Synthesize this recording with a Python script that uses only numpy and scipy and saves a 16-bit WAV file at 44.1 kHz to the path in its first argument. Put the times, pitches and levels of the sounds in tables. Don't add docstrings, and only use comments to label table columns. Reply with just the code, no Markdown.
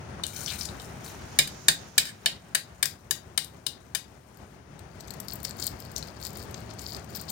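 import sys
import numpy as np
from scipy import signal
from scipy.fft import rfft, irfft
from scipy.io import wavfile
from scipy.ndimage import uniform_filter1d

SR = 44100
rng = np.random.default_rng(int(sys.argv[2]) if len(sys.argv) > 2 else 0)


def store_wav(level_fs):
    pcm = np.round(np.clip(np.atleast_2d(level_fs), -1, 1) * 32767)
    wavfile.write(sys.argv[1], SR, pcm.T.astype(np.int16))


N = 322371
TIME = np.arange(N) / SR

TAP_EDGES_HZ = [450, 1300, 2700, 5500, 10500, 16000]
# freq_hz, relative_level_db
SHELL_COLOUR = [(100, -42), (400, -11), (1500, -3), (3200, -0.5), (4400, 7), (5000, 4.5), (5900, 1.5),
                (7800, 12), (9500, 1.5), (11200, -2.5), (13300, 10), (16000, 1)]
# start_s, length_s, relative_level_db
TURNING = (4.9, 2.42, -57)


def amp(db):
    return 10 ** (np.asarray(db) / 20)


def unit(x):
    return x / np.sqrt(np.mean(x ** 2) + 1e-20)


def curve(rows, t=TIME):
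    return np.interp(t, *np.transpose(rows))


def read(points, hz):
    f, value = np.transpose(points)
    return np.interp(np.log(hz + 1), np.log(f + 1), value)


def add(mix, s, sound):
    part = mix[..., round(s * SR):][..., :sound.shape[-1]]
    part += sound[..., :part.shape[-1]]


def tint(x, points):
    gain = amp(read(points, np.fft.rfftfreq(N, 1 / SR)))
    return irfft(rfft(x) * gain, N)


def click(points, tilt_db=0, size=1024):
    hz = abs(np.fft.fftfreq(size, 1 / SR))
    level_db = read(points, hz) + tilt_db * np.log2(np.maximum(hz / 5000, 1))
    log_gain = np.log(amp(level_db))
    pulse = np.fft.ifft(np.exp(np.conj(signal.hilbert(log_gain)))).real
    return pulse / np.linalg.norm(pulse)


def band(x, low_hz, high_hz):
    sos = signal.butter(3, [low_hz, min(high_hz, .49 * SR)], "band", fs=SR, output="sos")
    return signal.sosfilt(sos, x)


def grains(count, per_s, spread_db):
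    chance = rng.random(count) * SR / per_s
    hit = chance < 1
    out = np.zeros(count)
    rarity = np.minimum(-np.log(chance[hit]), 4)
    out[hit] = amp(spread_db * rarity)
    return unit(np.copysign(out, rng.random(count) - .5))


def resonate(x, hz, width_hz):
    b, a = signal.iirpeak(hz, hz / width_hz, SR)
    once = signal.lfilter(b, a, x)
    return unit(signal.lfilter(b, a, once))


def chip(hz, cycles, size=400):
    turns = hz * np.arange(size) / SR
    ring = np.sin(2 * np.pi * turns) * (1 - np.exp(-turns)) * np.exp(-turns / cycles)
    return ring / np.linalg.norm(ring)


def crackle(per_s, spread_db, cycles, clump_db, count=20):
    pitches_hz = np.linspace(1500, 16000, count) * rng.normal(1, .03, count)
    chips = np.zeros(N)
    for hz in pitches_hz:
        moments = grains(N, per_s / count, spread_db)
        chips += signal.oaconvolve(moments, chip(hz, cycles))[:N]
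    clumps = unit(signal.oaconvolve(rng.standard_normal(N), np.hanning(300), "same"))
    return unit(chips * amp(clump_db * np.clip(clumps, -2, 2)))


def strokes(rows, rise_s, fall_s):
    out = np.zeros(N)
    for s, length_s, db in rows:
        rise = np.clip((TIME - s) / rise_s + .5, 0, 1)
        out += amp(db) * rise * np.exp(-np.clip((TIME - s - length_s) / fall_s, 0, 20))
    return out


def rush(room_db=-41, waver_db=1.57, hiss_db=-47, hiss_left_db=-11, hiss_peak_s=1.6, hiss_width_s=.55):
    # freq_hz, relative_level_db
    rush_colour = [(25, -42), (40, -28), (60, 2.5), (130, 1.5), (210, -1.5), (300, -8.5), (370, -5),
                   (500, -10.5), (650, -7), (1000, -11.5), (1600, -13.5), (4000, -25.5), (6400, -24),
                   (7900, -34), (9300, -27.5), (11200, -53), (15500, -37.5)]
    # freq_hz, correlation_0_to_1
    rush_same = [(120, 0.95), (300, 0.7), (700, 0.1), (2000, 0.06), (8000, 0)]
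    # freq_hz, relative_level_db
    hiss_colour = [(1500, -45.5), (4000, -6.5), (5800, 7), (6900, 10), (8200, -15), (11000, -27)]
    a, b = rfft(rng.standard_normal((2, N)))
    same = np.clip(read(rush_same, np.fft.rfftfreq(N, 1 / SR)), 0, 1)
    pair = irfft(np.array([a, same * a + np.sqrt(1 - same ** 2) * b]), N)
    waver = unit(uniform_filter1d(rng.standard_normal(N), size=3000))
    room = unit(tint(pair, rush_colour)) * amp(room_db + waver_db * waver)
    swell = np.exp(-((TIME - hiss_peak_s) / hiss_width_s) ** 2)
    hiss = unit(tint(rng.standard_normal((2, N)), hiss_colour)) * amp(hiss_db) * swell
    return room + hiss * amp([[hiss_left_db], [0]])


def ticks(hz=1100, decay_s=0.00058, size=256):
    # start_s, level_db (before decay)
    tick_rows = [(0.1982, -22.5), (1.147, -27)]
    out, t = np.zeros(N), np.arange(size) / SR
    for s, db in tick_rows:
        add(out, s, amp(db) * np.sin(2 * np.pi * hz * t) * np.exp(-t / decay_s))
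    return out


def thump(hz=155, gain_db=-18.5, swell_s=0.022, body_db=-22.5, body_s=0.019, size=8192):
    t = np.arange(size) / SR
    swell = t / swell_s * np.exp(-t / swell_s)
    sway = swell * np.sin(2 * np.pi * hz * rng.normal(1, 0.054) * t)
    bump = unit(band(rng.standard_normal(size), 130, 720)) * np.exp(-t / body_s)
    return amp(gain_db) * sway + amp(body_db) * bump


def knock(crush_s, levels_db, damping, contact_db=-4, crack_db=-3, crack_s=0.0027,
          spray_db=-11, spray_s=0.0075, size=8192):
    # freq_hz, relative_level_db, undamped_t60_s (damping scales it)
    bowl_modes = [(670, -13.5, 0.076), (1040, -11.5, 0.0055), (1740, 8.5, 0.036), (1760, 1, 0.012),
                  (2315, 1.5, 0.031), (3013, -2.5, 0.061), (3680, 7.5, 0.033), (3880, 6.5, 0.035),
                  (4374, -1, 0.048), (4710, -4, 0.061), (5010, -4.5, 0.056), (6500, -8.5, 0.013),
                  (7480, -0.5, 0.018), (8140, -2.5, 0.022), (8970, -10.5, 0.022), (9030, -0.5, 0.0148),
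                  (10500, -20, 0.017), (13500, -0.5, 0.0071), (15000, -7.5, .004)]
    t = np.arange(size) / SR
    crush = (1 - np.exp(-t / .0003)) * np.exp(-(t / crush_s) ** 4)
    force = grains(size, per_s=7000, spread_db=-0.5) * crush
    force[0] = amp(contact_db) * np.linalg.norm(force)
    ring = np.zeros(size)
    for hz, db, t60_s in bowl_modes:
        turns = hz * rng.normal(1, .006) * t
        ring += amp(db - 60 * t / (t60_s * damping)) * np.sin(2 * np.pi * (turns + rng.random()))
    crack = 2 * amp(crack_db) * rng.standard_normal(size) * np.exp(-t / crack_s)
    blow = signal.fftconvolve(force, ring + crack)[:size]
    first = t < .015
    spray = amp(spray_db) * rng.standard_normal(size) * np.exp(-t / spray_s)
    blow = blow / blow[first].std() + spray
    parts = [band(blow, low, high) for low, high in zip(TAP_EDGES_HZ, TAP_EDGES_HZ[1:])]
    return sum(amp(db) * part / part[first].std() for db, part in zip(levels_db, parts))


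def taps(gain_db=-3, lag_s=.0004):
    # start_s, crush_s, relative_level_db, tilt_db_per_octave, clink (0 crushing knock - 1 clean clink)
    tap_rows = [(.2357, 0.0052, -21.5, 1, 0.62), (0.687, 0.0025, -36.5, -6, 1),
                (0.798, 0.0015, -38, 2, 0.69), (1.3878, 0.0071, -11.5, 1.1, 0.05),
                (1.474, 0.0041, -35, 3, 0), (1.683, 0.0055, -7.5, -0.5, 0.031),
                (1.9793, 0.0062, -8, 1.8, 0.043), (2.054, 0.049, -30, 0.5, 0),
                (2.259, 0.0028, -8.5, -2, 0.19), (2.5484, 0.0075, -10, 0.5, 0),
                (2.8273, 0.0047, -9, 0.5, 0), (2.838, .0022, -25, -6, 1), (2.856, 0.0025, -18, 4.5, 0.05),
                (3.109, 0.0031, -10.5, 1.7, .05), (3.376, 0.0049, -7.5, 0.3, 0.18),
                (3.444, 0.0067, -32.5, 6.5, 0.15), (3.665, 0.0038, -11, 1, 0.39),
                (3.949, 0.0078, -12, 0.2, 0.068)]
    knock_db = np.array([-15, -3, -1.5, 0.5, -7])
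    clink_db = np.array([-24.5, -31.5, -0.5, -12, -25])
    # time_s, t60_factor
    held = [(2.3, 0.9), (2.6, 0.54)]
    # time_s, bump_db
    stiffness = [(1.4, 6), (2, -2.5)]
    out = np.zeros((2, N))
    octaves = np.log2(np.array(TAP_EDGES_HZ[1:]) / TAP_EDGES_HZ[3])
    for s, crush_s, db, tilt_db, clink in tap_rows:
        levels_db = db + tilt_db * octaves + (1 - clink) * knock_db + clink * clink_db
        damping = curve(held, s)
        add(out[0], s, knock(crush_s, levels_db, damping))
        add(out[1], s + lag_s, knock(crush_s, levels_db, damping))
        add(out, s, amp(db + curve(stiffness, s)) * (1 - clink) * thump())
    return amp(gain_db) * out


def rummage(gain_db=-4, scrape_db=-3, rise_s=0.014, fall_s=0.029):
    # start_s, length_s, relative_level_db
    sweeps = [(.25, 0.054, -40), (.335, .21, -35), (.59, 0.015, -31), (.8, 0.051, -47.5),
              (1.04, 0.054, -42.5)]
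    # start_s, length_s, relative_level_db
    stirring = (0.33, 4.2, -53)
    # freq_hz, relative_level_db
    wet_colour = [(80, -39.5), (300, -19.5), (1500, -7), (3000, -9), (5000, -0.5), (7000, 0), (9300, 0.5),
                  (11200, -12), (13500, -2), (16000, -10.5)]
    # start_s, length_s, relative_level_db, freq_hz, width_hz
    scrapes = [(.266, 0.0044, -23, 8450, 5000), (0.46, 0.0034, -16, 5340, 1290),
               (0.475, 0.025, -26, 3600, 1500), (0.502, 0.0067, -20.5, 4100, 2010),
               (0.51, 0.049, -36, 2310, 1810), (.61, 0.014, -24.5, 5150, 1800),
               (0.65, 0.0093, -24.5, 6360, 6130), (5.962, 0.0054, -21, 5960, 1416),
               (5.97, 0.01, -33, 6050, 1300)]
    fizz = crackle(per_s=5600, spread_db=3.0, cycles=5, clump_db=3)
    fizz *= amp(gain_db) * strokes(sweeps + [stirring], rise_s, fall_s)
    out = signal.oaconvolve(fizz, click(wet_colour))[:N]
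    for s, length_s, db, hz, width_hz in scrapes:
        t = np.arange(0, 4 * length_s, 1 / SR)
        slips = resonate(grains(len(t), per_s=9500, spread_db=5.5), hz, width_hz)
        add(out, s, amp(db + scrape_db) * slips * np.exp(-(t / length_s) ** 2))
    return out


def kitchen(x, onset_s=.007, turn_hz=130, count=3, size=16384):
    # freq_hz, t60_s
    room_decay = [(400, 0.25), (1500, 0.17), (4000, 0.23), (9000, 0.17), (15000, 0.18)]
    out = np.zeros((2, N))
    late = np.arange(size) / SR > onset_s
    for k in range(count):
        echoes = rng.standard_normal((2, size)) * (rng.random((2, size)) < .1) * late
        hz, t, z = signal.stft(echoes, SR, nperseg=128)
        decay = amp(-60 * t / read(room_decay, hz)[:, None])
        tail = signal.istft(z * decay, SR, nperseg=128)[1]
        tail /= np.linalg.norm(tail, axis=1, keepdims=True)
        share = np.sqrt(2 / count) * np.cos(2 * np.pi * turn_hz * TIME + np.pi * k / count)
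        out += signal.oaconvolve(x * share, tail, axes=1)[:, :N]
    return out


def crumbs(db=-34, spread_db=4, tilt_spread_db=8, count=24):
    start_s, length_s, _ = TURNING
    rows = []
    for k, (when, loud, bright) in enumerate(rng.random((count, 3))):
        s = start_s + length_s * (k + when) / count
        rows.append((s, db + spread_db * (2 * loud - 1), tilt_spread_db * (2 * bright - 1)))
    return rows


def snaps(gain_db=14, splinter_db=2, splinter_s=0.0061, ring_db=-3, cycles=6, size=400):
    # start_s, relative_level_db, tilt_db_per_octave
    snap_rows = [(4.372, -32, 1), (4.792, -28.5, 0), (5.007, -24, -5), (5.081, -28, -10),
                 (5.106, -18.5, -4), (5.138, -26.5, -1), (5.2013, -15.5, 7), (5.284, -19.5, -3.5),
                 (5.3216, -22, -13), (5.334, -10.5, 21), (5.356, -19, 13), (5.4307, -21, 10),
                 (5.442, -22, 11), (5.45, -12.5, -4.5), (5.4936, -26, 2), (5.5088, -22.5, -6),
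                 (5.6568, -24, -4), (5.667, -10, 8), (5.802, -26.5, 0), (5.9616, -21, -3), (5.98, -20.5, 1),
                 (6.0266, -21.5, -17), (6.251, -19, -1), (6.267, -20.5, 1.5), (6.543, -23, -18),
                 (6.7092, -29.5, -23), (6.793, -24.5, -12), (6.9532, -37, -2), (6.9658, -26, -7),
                 (7.149, -25.5, -4), (7.157, -14, 20), (7.169, -24, 4), (7.213, -22.5, 10),
                 (7.3008, -14.5, 12)]
    out, t = np.zeros(N), np.arange(size) / SR
    for s, db, tilt_db in snap_rows + crumbs():
        splinters = rng.standard_normal(size) * np.exp(-(t / splinter_s) ** 2)
        force = amp(splinter_db) * splinters / np.linalg.norm(splinters)
        low_ring = chip(rng.uniform(4000, 6500), cycles)
        high_ring = chip(rng.uniform(7000, 15000), cycles)
        force += amp(ring_db) * (low_ring + high_ring)
        snap = np.convolve(force, click(SHELL_COLOUR, tilt_db))
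        add(out, s, amp(db + gain_db) * snap / np.linalg.norm(snap))
    return out


def peeling(gain_db=-4, curl_db=2, curl_hz=4650, curl_width_hz=1350, rise_s=0.016, fall_s=0.0083):
    # start_s, length_s, relative_level_db
    tears = [(5.28, 0.052, -41.5), (5.445, 0.048, -38.5), (5.585, 0.089, -32), (5.79, 0.074, -53),
             (5.962, 0.021, -39.5), (6.025, 0.062, -47), (6.205, 0.097, -43.5), (6.355, 0.079, -41),
             (6.56, 0.03, -50), (6.79, 0.17, -40), (7.095, 0.075, -46.5), (7.15, 0.063, -42),
             (7.285, .03, -30)]
    fractures = crackle(per_s=3600, spread_db=1.5, cycles=19.0, clump_db=5.5)
    curl = resonate(grains(N, per_s=530, spread_db=6.0), curl_hz, curl_width_hz)
    tearing = signal.oaconvolve(fractures, click(SHELL_COLOUR))[:N] + amp(curl_db) * curl
    return tearing * amp(gain_db) * strokes(tears + [TURNING], rise_s, fall_s)


def gain_control(x, loud_db=-18, depth_db=8.5, fall_s=0.61, hold_s=0.26, recover_db_per_s=6.0, size=512):
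    power = uniform_filter1d((x ** 2).max(0), size)[::size]
    t, step_s = TIME[::size], size / SR
    cut_db, loud_s, cuts_db = 0, -np.inf, []
    for s, loud in zip(t, power > amp(loud_db) ** 2):
        loud_s = s if loud else loud_s
        if s - loud_s < hold_s:
            cut_db += (depth_db - cut_db) * step_s / fall_s
        else:
            cut_db = max(cut_db - recover_db_per_s * step_s, 0)
        cuts_db.append(cut_db)
    return x * amp(-np.interp(TIME, t, cuts_db))


def scene(tap_room_db=-8, peel_room_db=-13, rummage_room_db=-6, peel_right_db=-6, rummage_right_db=-4):
    knocks = taps()
    shell = (peeling() + snaps()) * amp([[0], [peel_right_db]])
    wet = rummage() * amp([[0], [rummage_right_db]])
    room = kitchen(amp(tap_room_db) * knocks + amp(peel_room_db) * shell + amp(rummage_room_db) * wet)
    return knocks + shell + wet + room + ticks() + rush()


def record(dry, open_hz=9000, shut_hz=750, leak_db=-23.5, self_noise_db=-74, cutoff_hz=16300):
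    # time_s, cover (0 open - 1 shut)
    cover = [(0, 0.62), (.7, 0.64), (1.2, 0.29), (1.7, 0.016), (2.26, 0.26), (2.55, 0.42), (2.83, 0.58),
             (3.1, 0.79), (4.4, 0.95)]
    # freq_hz, gain_db
    right_port = [(100, -2.5), (400, -2.5), (1200, -3.5), (3800, 2.5), (7500, 0), (10000, -21.5),
                  (15000, -5.5)]
    hz, t, z = signal.stft(dry[1], SR, nperseg=256)
    corner_hz = open_hz * (shut_hz / open_hz) ** curve(cover, t)
    passed = np.sqrt(1 / (1 + (hz[:, None] / corner_hz) ** 5) + amp(leak_db) ** 2)
    response = amp(read(right_port, hz))[:, None]
    right = signal.istft(z * passed * response, SR, nperseg=256)[1][:N]
    ports = gain_control(np.array([dry[0], right]))
    ports += amp(self_noise_db) * rng.standard_normal((2, N))
    low_pass = signal.firwin(255, cutoff_hz, window=("kaiser", 9), fs=SR)
    return signal.oaconvolve(np.clip(ports, -1, 1), low_pass[None], "same")


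dry = scene()
out = record(dry)
store_wav(out)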